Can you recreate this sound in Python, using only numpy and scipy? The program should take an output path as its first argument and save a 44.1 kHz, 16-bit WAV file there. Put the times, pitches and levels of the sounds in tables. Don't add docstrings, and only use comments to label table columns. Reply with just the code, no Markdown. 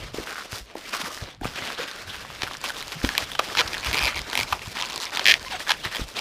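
import sys
import numpy as np
from scipy import signal
from scipy.fft import rfft, irfft, next_fast_len
from scipy.io import wavfile
from scipy.ndimage import uniform_filter1d, map_coordinates

SR = 44100
rng = np.random.default_rng(int(sys.argv[2]) if len(sys.argv) > 2 else 0)


def master_out(mix):
    frames = np.transpose(np.atleast_2d(mix))
    ceiling = np.clip(frames, -1, 1)
    pcm = np.round(ceiling * 32767).astype(np.int16)
    wavfile.write(sys.argv[1], SR, pcm)


def boost(x):
    u = np.asarray(x, float) / 20
    return 10 ** u


N = 273665
TIME_S = np.arange(N) / SR


def unit(x):
    return x / np.sqrt(np.mean(x ** 2) + 1e-20)


def along(points, hz):
    point_hz, value = np.transpose(points)
    return np.interp(np.log(hz + 1), np.log(point_hz + 1), value)


def over_time(points):
    return np.interp(TIME_S, *np.transpose(points))


def wobble(knots_per_s):
    knots = rng.standard_normal(int(N * knots_per_s / SR) + 4)
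    return map_coordinates(knots, [np.arange(N) * knots_per_s / SR])


def coloured(x, spectrum):
    m = next_fast_len(N + 8192) * 2
    points = [(1, -120)] + list(spectrum) + [(SR / 2, -120)]
    gain = boost(along(points, np.fft.rfftfreq(m, 1 / SR)))
    cepstrum = irfft(np.log(gain), m)
    cepstrum[1:m // 2] *= 2
    cepstrum[m // 2 + 1:] = 0
    return unit(irfft(rfft(x, m) * np.exp(rfft(cepstrum)), m)[:N])


def placed(times_s, shapes):
    at = np.round(times_s * SR).astype(int)[:, None] + np.arange(shapes.shape[1])
    return np.bincount(at.ravel(), shapes.ravel(), N + SR)[:N]


def row_peak(x):
    return np.abs(x).max(axis=1, keepdims=True)


def row_norm(x):
    return np.linalg.norm(x, axis=1, keepdims=True)


def onset(t, rise_s):
    return 1 - np.exp(-t / rise_s)


def patchy(depth_db):
    z = signal.stft(rng.standard_normal(N + 512), nperseg=256)[2]
    field = uniform_filter1d(rng.standard_normal(z.shape), 5, 0)
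    field = uniform_filter1d(field, 9, 1)
    return unit(signal.istft(z * boost(depth_db * unit(field)), nperseg=256)[1][:N])


def micro_slips(per_second, spread_db, clump_db):
    chance = rng.random((3, N))
    hit = chance[0] < per_second / SR * boost(clump_db * wobble(35))
    size = boost(-spread_db * np.log(chance[2] + 1 / 20))
    return unit(hit * np.sign(chance[1] - .5) * size)


# start_s, end_s, drag_db, fine_surface_db (re
STROKES = [(0, 0.077, -37, -13), (0.146, 0.22, -33, -10), (0.269, 0.42, -36.5, -9.5),
           (0.453, 0.57, -40.5, -12), (0.518, 0.57, -34, -6), (0.672, 0.72, -43.5, -18),
           (0.769, 1.12, -41.5, -9), (0.881, 0.99, -39, -9), (0.934, 1.075, -31, -10),
           (1.119, 1.188, -37.5, -4.5), (1.208, 1.31, -38.5, -18), (1.955, 1.8, -32, -16),
           (1.438, 1.48, -34, -12), (1.488, 1.585, -37, -11.5), (1.56, 1.742, -32, -13),
           (1.785, 1.833, -29, -15.5), (1.88, 2.42, -39, -10.5), (2.085, 2.18, -37.5, -12),
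           (2.351, 2.43, -38.5, -14), (2.913, 2.95, -34, -11), (2.432, 2.567, -37, -11),
           (2.613, 2.63, -39, -18), (2.642, 2.69, -30.5, -10.5), (2.745, 3.11, -37, -9.5),
           (3.043, 3.03, -23.5, -8), (3.095, 3.13, -33, -14), (3.182, 3.225, -28, -9.5),
           (3.153, 3.16, -31.5, -13), (3.266, 3.354, -37, -9), (3.398, 3.5, -31.5, -12.5),
           (3.512, 3.96, -33.5, -11), (3.572, 3.618, -26.5, -24),
           (3.736, 3.806, -39, -10), (3.863, 3.894, -26.5, -10), (3.936, 4.098, -25.5, -13),
                (4.157, 4.202, -31.5, -14), (4.213, 4.302, -36, -11), (4.287, 4.32, -35, -14),
                (4.332, 4.424, -27, -9.5), (4.478, 4.567, -34, -8.5), (4.613, 4.727, -37.5, -8.5),
                (4.756, 4.981, -32.5, -12), (5.014, 5.075, -33, -11), (5.129, 5.236, -30.5, -13),
                (5.258, 5.342, -25.5, -12.5), (5.41, 5.488, -37.5, -7), (5.511, 5.549, -28, -14.5),
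                (5.594, 5.626, -34.5, -6.5), (5.684, 5.71, -24.5, -11.5), (5.765, 5.827, -40, -7),
                (5.843, 5.866, -28.5, -12.5), (5.92, 6.007, -31, -10.5), (6.005, 6.16, -40.5, -6.5),
                (6.163, 6.21, -27, -16)]
RISE_DB_PER_S, FALL_DB_PER_S = 800, 250
SAG_DB_PER_S = 12
HOLLOW_DB, HOLLOW_FOLLOWS = -18, 0.79


def drag():
    t = np.arange(0, N + 64, 64) / SR
    start, end, db, fine_db = np.transpose(STROKES)[:, :, None]
    stroke_db = db - RISE_DB_PER_S * np.clip(start - t, 0, None)
    stroke_db = stroke_db - FALL_DB_PER_S * np.clip(t - end, 0, None)
    stroke_db = stroke_db - SAG_DB_PER_S * (np.clip(t, start, end) - (start + end) / 2)

    def total(levels_db):
        return np.interp(TIME_S, t, 10 * np.log10((boost(levels_db) ** 2).sum(0)))

    rub_db = total(stroke_db)
    return rub_db, total(stroke_db + fine_db), HOLLOW_DB + HOLLOW_FOLLOWS * rub_db


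# start_s, end_s, ring_hz, level_db
GRIPS = [
    (0.252, 0.45, 1530, 9),
    (0.904, 1.162, 1160, 4),
    (1.525, 2.287, 1530, 4.5),
    (3.09, 3.47, 3400, -6),
    (3.793, 4.743, 2360, -2),
    (4.738, 5.2, 844, 4),
    (5.44, 5.595, 750, -7),
    (5.65, 5.982, 1850, 5),
]


def free_wall(force, width_hz):
    out = np.zeros(N)
    for start, end, hz, db in GRIPS:
        held = np.clip(np.minimum(TIME_S - start, end - TIME_S) / 0.024, 0, 1)
        out += held * boost(db) * unit(signal.lfilter(*signal.iirpeak(hz, hz / width_hz, SR), force))
    return out


# freq_hz, density_db (per Hz)
RUB = [(350, -23), (700, -9), (1200, -2), (3600, -4.5), (6500, -15.5), (9500, -29)]
FIZZ = [(2500, -31), (5000, 4), (7500, -4), (11000, -8.5), (16500, -14)]
HOLLOW = [(90, -20), (200, -3), (620, 0.5), (1300, -10.5)]
# time_s, share
GRIT = [(0, .45), (.5, .62), (2.9, .62), (3.8, .5), (3.95, .3), (4.45, .35), (4.75, .55), (5.2, .55),
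        (5.5, .25), (6.21, .5)]


def rubbing():
    rub_db, fizz_db, hollow_db = drag()
    grains = micro_slips(450, spread_db=4, clump_db=3) * over_time(GRIT)
    stutter_db = .3 * wobble(16) + 1.1 * wobble(70)
    force = coloured(1.1 * grains + patchy(3), RUB)
    wall = force + boost(-17.5) * free_wall(force, width_hz=260)
    rub = boost(rub_db - 4.0 + stutter_db) * wall
    fizz = boost(fizz_db - 0.65 + 1.6 * stutter_db) * coloured(2.23 * grains + patchy(1.0), FIZZ)
    hollow = boost(hollow_db + 1.2 * stutter_db) * coloured(.8 * grains + patchy(3), HOLLOW)
    return rub + fizz + hollow


# time_s, level_db
SWING = [(0.0, -47), (0.41, -64), (1.5, -55), (1.91, -60), (2.19, -53), (2.64, -50), (3.02, -54),
         (3.37, -51.5), (3.87, -49.5), (4.02, -49), (4.25, -46), (4.61, -50), (5.01, -61), (5.46, -49.5),
         (6.2, -60)]
# freq_hz, density_db (per Hz)
PUSH = [(14, -3), (40, -5), (140, -7), (300, -22.5)]


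def pushed_air():
    level_db = over_time(SWING) + 1.5 + 4.5 * wobble(10.0)
    return boost(level_db) * coloured(rng.standard_normal(N), PUSH)


# freq_hz, density_db (per Hz)
HISS = [(20, 18), (16000, -44)]


def quiet_floor():
    return boost(-60.0) * coloured(rng.standard_normal(N), HISS)


# time_s, peak_db, chamber_hz, length_s
TAPS = [(0.146, -23, 380, 0.003), (0.187, -21, 404, 0.0057), (0.2, -30, 93, 0.008),
        (0.53, -17.5, 458, 0.00035), (0.536, -34, 102, 0.018), (0.627, -40, 65.6, 0.042),
        (0.756, -23.5, 413, 0.0031), (1.228, -26, 90.9, 0.011), (1.42, -29, 300, 0.011),
        (1.435, -28.5, 746, 0.0069), (1.458, -22.5, 140, 0.01), (0.205, -35, 337, 0.021),
        (0.779, -40, 345, 0.03), (3.043, -12.5, 170.1, 0.0023), (1.448, -32, 68, 0.031),
        (1.455, -16, 254, 0.0012), (1.625, -32, 84, 0.0058), (1.803, -27, 480, 0.016),
        (2.087, -43, 100, 0.067), (2.435, -46, 90, 0.0064), (2.436, -24, 302, 0.0024),
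        (3.047, -14.5, 323, 0.0023), (3.048, -12.5, 100, 0.004), (3.182, -31.5, 375, 0.0073),
        (3.233, -36, 69.5, 0.02), (3.396, -19, 510, 0.0033), (3.61, -30.5, 480, 0.038),
        (3.66, -35, 60, 0.023), (3.893, -29.5, 77, 0.056), (4.393, -17.5, 482, 0.0015),
        (4.68, -28, 99, 0.0085), (5.864, -30.5, 81.4, 0.011), (5.997, -24, 277, 0.0041),
        (6.018, -23, 64.4, 0.006), (6.178, -30, 437, 0.0018)]
# time_s, peak_db, chamber_hz, length_s
MORE_TAPS = [
    (1.045, -36, 160, 0.024),
    (1.443, -32.5, 42.3, 0.065),
    (2.974, -36, 170, 0.038),
    (3.054, -30, 52, 0.018),
    (4.045, -31.5, 67, 0.078),
    (4.174, -37, 66.4, 0.045),
    (4.231, -39, 76.4, .04),
    (4.411, -37, 111, 0.044),
    (4.533, -33.5, 63, 0.026),
    (6.026, -27, 41, 0.03),
]


def taps():
    s, db, hz, length_s = np.transpose(TAPS + MORE_TAPS)[:, :, None]
    t = np.arange(-1500, 4500) / SR
    drift = np.cumsum(rng.standard_normal((len(s), len(t))), 1) * .045
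    rise = np.exp(-(t / (.5 * length_s)) ** 2)
    fall = np.exp(-np.abs(t) / (0.19 * length_s))
    swell = np.where(t < 0, rise, fall)
    return placed(s[:, 0] + t[0], boost(db + 3.0) * swell * np.sin(2 * np.pi * hz * t + drift))


TUBE_HZ, TUBE_T60_S = 990, .014


def tube_knock(t, detune_db):
    return np.sin(2 * np.pi * TUBE_HZ * boost(detune_db) * t) * boost(-60 * t / TUBE_T60_S) * onset(t, .001)


# time_s, peak_db,
# ring_hz
CREEP_TICKS = [(4.7627, -23, 3530), (4.7705, -17, 2260), (4.778, -22, 2800), (4.7873, -23, 1920),
               (4.7912, -24, 3120), (4.7976, -23, 1830), (4.8015, -17, 2170), (4.8068, -19, 3850),
               (4.8129, -13, 3700), (4.8242, -10, 3200), (4.8332, -17, 2730), (4.8416, -20, 2650),
               (4.8506, -18, 2710), (4.8577, -21, 4500), (4.8644, -23, 4570), (4.8881, -22, 4800),
               (4.8997, -19, 4090), (4.9034, -21, 3830), (4.9082, -23, 3100), (4.9227, -20, 4590),
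               (4.9308, -21, 3450), (4.9412, -19, 4610), (4.9461, -23, 3450), (4.9603, -15, 4570),
               (4.9649, -24, 3660), (4.9781, -15, 4200), (5.002, -16, 4110), (5.0091, -18, 4050),
               (5.0155, -20, 5280), (5.021, -19, 4670), (5.0261, -18, 4180), (5.0302, -17, 3980),
               (5.0346, -20, 3400), (5.0376, -18, 5170), (5.0434, -18, 4160), (5.0546, -16, 5300),
               (5.0615, -23, 2240), (5.0682, -20, 2280), (5.0711, -24, 3510), (5.0965, -25, 2500),
               (5.1068, -26, 4460), (5.1237, -25, 1810), (5.1504, -20, 4440), (5.1598, -14, 4240),
               (5.1983, -19, 3120), (5.2099, -21, 2560), (5.2164, -21, 2090), (5.244, -17, 4650)]
SCATTERED_TICKS = [(0.2586, -30, 950), (0.2726, -23, 1460), (0.2842, -29, 1400), (0.3012, -27, 1400),
                   (0.3115, -30, 1460), (0.32, -26, 1400), (0.3298, -26, 1400), (0.3573, -22, 1460),
                   (0.3681, -29, 1660), (0.3812, -24, 1360), (0.3946, -27, 1420), (0.4093, -27, 1380),
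                   (0.4237, -27, 1340), (0.8941, -24, 4630), (0.9317, -20, 2840), (0.9395, -21, 1660),
                   (1.118, -25, 5880), (1.169, -23, 5620), (1.176, -23, 1810), (1.2393, -25, 4440),
                   (1.3484, -32, 4070), (1.6227, -24, 1400), (1.6539, -21, 4520), (1.6688, -24, 2200),
                   (1.6755, -19, 2500), (1.7027, -20, 1120), (1.7223, -22, 4330), (1.7496, -25, 3660),
                   (1.9139, -20, 4050), (2.1451, -23, 1680), (2.2499, -25, 1100), (2.3027, -27, 1100),
                   (2.3606, -26, 2240), (2.4401, -21, 3640), (2.4683, -22, 1570), (2.5119, -21, 1120),
                   (2.5221, -27, 3230), (2.5349, -23, 3320), (2.5424, -25, 2390), (2.5512, -24, 1720),
                   (2.57, -25, 5600), (2.6147, -23, 4870), (2.6469, -18, 3600), (2.6617, -18, 3270),
                   (2.6799, -21, 4840), (2.6891, -19, 4180), (2.7673, -22, 3530), (2.8069, -21, 3750),
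                   (2.8139, -22, 3750), (2.8811, -21, 4290), (3.0165, -22, 1720),
                   (3.2053, -21, 4370), (3.334, -24, 3550), (3.4786, -25, 3420), (3.5019, -22, 1830),
              (3.7526, -21, 2500), (3.7692, -20, 1640), (3.7811, -18, 4260), (3.7987, -21, 4180),
              (3.8091, -23, 4330), (3.831, -20, 2350), (3.8376, -21, 2430), (4.0144, -15, 2280),
              (4.1246, -22, 1460), (4.1302, -23, 2020), (4.1576, -20, 5430), (4.1783, -20, 3320),
              (4.1842, -21, 4070), (4.2173, -20, 4720), (4.2999, -19, 4290), (4.3132, -20, 4240),
              (4.4907, -26, 4440), (4.5146, -23, 3530), (4.5935, -23, 2580), (4.619, -24, 2540),
              (4.6594, -24, 3470), (4.6723, -21, 4590), (5.354, -19, 2050), (5.3961, -23, 4500),
              (5.4288, -24, 4540), (5.4487, -24, 1830), (5.4827, -23, 2610), (5.5966, -21, 4630),
              (5.6684, -25, 1680), (5.7392, -22, 2930), (5.8628, -22, 2000), (5.8729, -19, 1960),
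              (6.0884, -24, 5430), (6.1684, -19, 3570)]
TICK_CYCLES = 9.5


def ticks():
    s, db, hz = np.transpose(CREEP_TICKS + SCATTERED_TICKS)[:, :, None]
    t = np.arange(900) / SR
    luck = rng.standard_normal((len(s), 4 + len(t)))
    overtone_hz = 1.4 * boost(.6 * luck[:, :1]) * hz
    ring = np.sin(2 * np.pi * hz * t) + .45 * np.sin(2 * np.pi * overtone_hz * t)
    ring = ring * boost(-60 * t * hz / TICK_CYCLES) * onset(t, .00018)
    noise = uniform_filter1d(luck[:, 4:], size=3, axis=1)
    crack = .22 * np.sqrt(hz / 4000) * noise * boost(-60 * t / .004)
    shape = np.sign(luck[:, 3:4]) * ring + crack
    knock = boost(-8.5 + 2 * luck[:, 2:3]) * (hz > 2000) * tube_knock(t, .7 * luck[:, 1:2])
    return placed(s[:, 0] - .0002, boost(db + .8) * (shape / row_peak(shape) + knock))


# time_s, peak_db, ring_hz, crack_db (above 6 kHz)
SNAPS = [(.7532, -30, 900, -14), (1.0149, -17, 3830, -14), (1.4122, -28, 730, -14),
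         (2.1554, -21, 3600, -11), (2.4204, -11, 3600, -21), (2.6408, -17, 1100, -6),
         (2.8259, -19, 2070, -9), (3.0481, -8, 3270, -21), (3.0907, -9, 1700, -18),
         (3.1518, -13, 1750, -23), (3.1796, -1, 2070, -7), (3.3171, -17, 3450, -8),
         (3.4012, -19, 1030, -20), (3.5517, -12, 1350, -19), (3.591, -4, 1940, -20),
         (3.7328, -15, 2410, -17), (3.8471, -15, 3320, -10), (3.8698, -13, 2280, -14),
         (3.9127, -14, 3270, -17), (4.1921, -15, 2070, -9), (4.331, -12, 2850, -14),
         (4.3539, -7, 2080, -10), (4.3755, -5, 2070, -11), (4.4321, -10, 2300, -11),
         (5.1723, -8, 3700, -14), (5.1949, -6, 2900, -21), (5.6036, -19, 1770, -15),
         (5.6733, -17, 1640, -19)]
# start_s, slips, gap_ms, peak_db, ring_hz
CREAKS = [(1.4457, 2, 8.2, -19, 1200), (2.4324, 2, 1.8, -12, 3400), (2.475, 2, 6.3, -20, 1400),
          (2.697, 2, 6.5, -17, 1500), (3.182, 1, 0, -16, 1160), (3.3512, 2, 2.7, -18, 2900),
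          (3.392, 3, 1.7, -7, 1200), (3.5713, 3, 2.4, -9, 3500), (3.582, 3, 2.35, -8, 4300),
          (3.5945, 5, 2, -8, 2950), (3.6073, 2, 1.7, -6, 3900), (3.6133, 2, 2.2, -11, 1350),
          (3.6768, 2, 2.2, -16, 5200), (3.7429, 2, 5.4, -16, 1900),
          (3.9303, 2, 13.9, -8, 2250), (3.9376, 2, 16.9, -14, 2250), (3.9705, 2, 7.6, -11, 2400),
               (3.9854, 2, 6.2, -9, 2450), (4.0263, 2, 7.5, -10, 2330), (4.0396, 5, 7.9, -10, 2370),
               (4.0771, 3, 3.3, -11, 2100), (4.1453, 1, 0, -19, 2070), (4.1622, 4, 5.3, -17, 2200),
               (4.3909, 3, 9.5, -10, 2200), (4.5252, 3, 2.5, -10, 1150), (4.0104, 2, 8.3, -17, 2350),
               (5.6934, 2, 2.1, -8, 2850), (5.7045, 3, 2.4, -7, 2980), (5.7166, 2, 1.7, -6, 2900),
               (5.85, 2, 4.6, -16, 1900), (5.9488, 3, 9.5, -14, 3400), (6.1885, 2, 3.9, -15, 2580)]
# start_s, slips, gap_ms, peak_db, ring_hz
SQUEAL = [
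    (5.2566, 4, 8.73, 0, 1810),
    (5.2861, 1, 0, -1, 1810),
    (5.2924, 5, 2.95, -2, 1780),
    (5.3111, 3, 2.75, -2, 1780),
    (5.321, 1, 0, -1, 1740),
    (5.3404, 1, 0, -1, 1810),
]
PACE_SCATTER, SIZE_SCATTER_DB, PITCH_SCATTER = .04, 1.2, .04
SQUEAL_STEADY = .35
CREAK_CRACK_DB, CRACK_SCATTER_DB = -15.5, 1.5
STICK_DB = 1.8
RING_DB, RING_LOSS, RING_SCATTER_DB = -10, .2, 1.2
HIGH_RING_DB, LOW_RING_DB = -2.5, 3


def releases():
    runs = [(row, 1) for row in CREAKS] + [(row, SQUEAL_STEADY) for row in SQUEAL]
    train = []
    for (start_s, count, gap_ms, db, hz), loose in runs:
        stuck = np.log2(np.clip(gap_ms, 2, 8) / 4) * (count > 1) * (loose == 1)
        for k in range(count):
            slack_s = loose * (k > 0) * gap_ms / 1000
            train.append((start_s, k * gap_ms / 1000, db, hz, slack_s, loose, stuck))
    s, after_s, db, hz, slack_s, loose, stuck = np.transpose(train)
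    luck = rng.standard_normal((4, len(s)))
    creaks = [s + after_s + PACE_SCATTER * slack_s * luck[0],
              db + SIZE_SCATTER_DB * loose * (after_s > 0) * luck[1],
              hz * (1 + PITCH_SCATTER * loose * luck[2]),
              CREAK_CRACK_DB + 2 * STICK_DB * stuck + CRACK_SCATTER_DB * luck[3]]
    s, db, hz, crack_db = np.hstack([np.transpose(SNAPS), creaks])
    stuck = np.pad(stuck, (len(SNAPS), 0))
    loose = np.pad(loose, (len(SNAPS), 0), constant_values=1)
    ring_db = RING_DB - RING_LOSS * db + HIGH_RING_DB * (hz > 3000) + LOW_RING_DB * (hz < 1300)
    ring_db = ring_db + STICK_DB * stuck + RING_SCATTER_DB * loose * rng.standard_normal(len(s))
    return np.array([s, db, hz, ring_db, crack_db])


def slips():
    s, db, hz, ring_db, crack_db = releases()[:, :, None]
    t = np.arange(1024) / SR
    luck = rng.standard_normal((len(s), 3 + 2 * len(t)))
    taut = db > -4.5

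    phase = t * 2 * np.pi * np.where(taut, 3200, 3250) * boost(.4 * luck[:, :1])
    snap = -np.sin(phase) * np.exp(-(phase - 4) ** 2 / 6)

    mode_below = (hz > 2800) | (hz > 2000) & (luck[:, 2:3] < -1)
    other_hz = np.where(mode_below, hz / 1.9, hz * 2.05) * boost(.35 * luck[:, 1:2])
    life_s = .0075 * boost(.9 * (ring_db + 9))
    fade = boost(-60 * t / life_s)
    modes = np.sin(2 * np.pi * hz * t) + np.sin(2 * np.pi * other_hz * t) * fade
    ring = modes * boost(ring_db + 6) * fade * onset(t, .0002)

    direct = boost(-.8 * ring_db - 7 + 4 * taut) * snap + ring
    direct = direct + boost(ring_db - 7) * (hz > 1400) * tube_knock(t, .5 * luck[:, 1:2])
    back = np.pad(direct, ((0, 0), (54, 0)))[:, :len(t)]
    back = back * boost(-12 + 1.5 * luck[:, 2:3])

    slow = uniform_filter1d(luck[:, -len(t):], size=11, axis=1)
    rattle = slow * np.sin(2 * np.pi * 1.2 * hz * t) * onset(t, .0005)
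    rattle = rattle * boost(ring_db + 2 - 5 * taut - 60 * t / .012)

    f = np.fft.rfftfreq(len(t), 1 / SR)
    low = 1j * f / np.where(taut, .9 * hz, 620)
    high = 1j * f / 7200
    highpass = (low ** 2 / (1 + 1.05 * low + low ** 2)) ** 3
    lowpass = 1 / (1 + high + high ** 2)
    body = irfft(rfft(direct + back + rattle) * highpass * lowpass)

    fine = uniform_filter1d(luck[:, 3:3 + len(t)], size=2, axis=1)
    fine = fine * boost(-60 * t / .005) * onset(t, .0002)
    crack = irfft(rfft(fine) * high ** 2 * lowpass)
    crack = crack * boost(crack_db - 1.5 - 3.4 * taut) * row_norm(body) / row_norm(crack)
    shape = body + crack
    return placed(s[:, 0] - t[11], boost(db) * shape / row_peak(shape))


# start_s, length_s, first_hz, last_hz, level_db
SQUEAKS = [
    (3.107, .036, 1705, 1660, -41.5),
    (5.458, 0.025, 1060, 1023, -36),
    (5.517, 0.0436, 1140, 707, -33.5),
    (5.548, 0.024, 1705, 1570, -38.5),
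]


def squeaks():
    s, length_s, first_hz, last_hz, db = np.transpose(SQUEAKS)[:, :, None]
    t = np.arange(2600) / SR
    luck = uniform_filter1d(rng.standard_normal((5, len(s), len(t))), size=90, axis=2) * 9
    pitch_hz = last_hz + (first_hz - last_hz) * np.exp(-t / .01)
    phase = 2 * np.pi * np.cumsum(pitch_hz, 1) / SR
    tone = 0
    for k in range(5):
        level = boost(-3.5 * k + (2 + k) * luck[k])
        tone = tone + level * np.sin((k + 1) * phase + .35 * k * luck[k - 1])
    gate = np.clip(np.minimum(t, length_s - t) / 0.0051, 0, 1)
    return placed(s[:, 0], boost(db) * tone * gate)


# freq_hz, t60_s
ROOM = [(200, 0.2), (10000, 0.0047)]


def room(x):
    hz, t, z = signal.stft(rng.standard_normal(SR // 3), SR, nperseg=256)
    tail = signal.istft(z * boost(-60 * t / along(ROOM, hz)[:, None]), SR, nperseg=256)[1]
    return signal.fftconvolve(np.pad(x, (180, 0)), tail / np.linalg.norm(tail))[:N]


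def scene():
    smooth = rubbing() + pushed_air() + quiet_floor()
    sharp = taps() + ticks() + slips() + squeaks()
    return (sharp + boost(-19) * room(sharp) + smooth)[None]


def low_pass(x):
    return signal.sosfilt(signal.butter(12, 16480, fs=SR, output="sos"), x)


# freq_hz, gain_db
MICROPHONE = [(20, -9), (40, 0), (15200, 0), (15500, -24), (17000, -36)]


def record(dry):
    limited = dry / (1 + np.abs(dry / 1.05) ** 8) ** (1 / 8)
    gain = boost(along(MICROPHONE, np.fft.rfftfreq(N, 1 / SR)))
    dulled = irfft(rfft(limited) * gain, N)
    return low_pass(dulled)


dry = scene()
out = record(dry)
master_out(out)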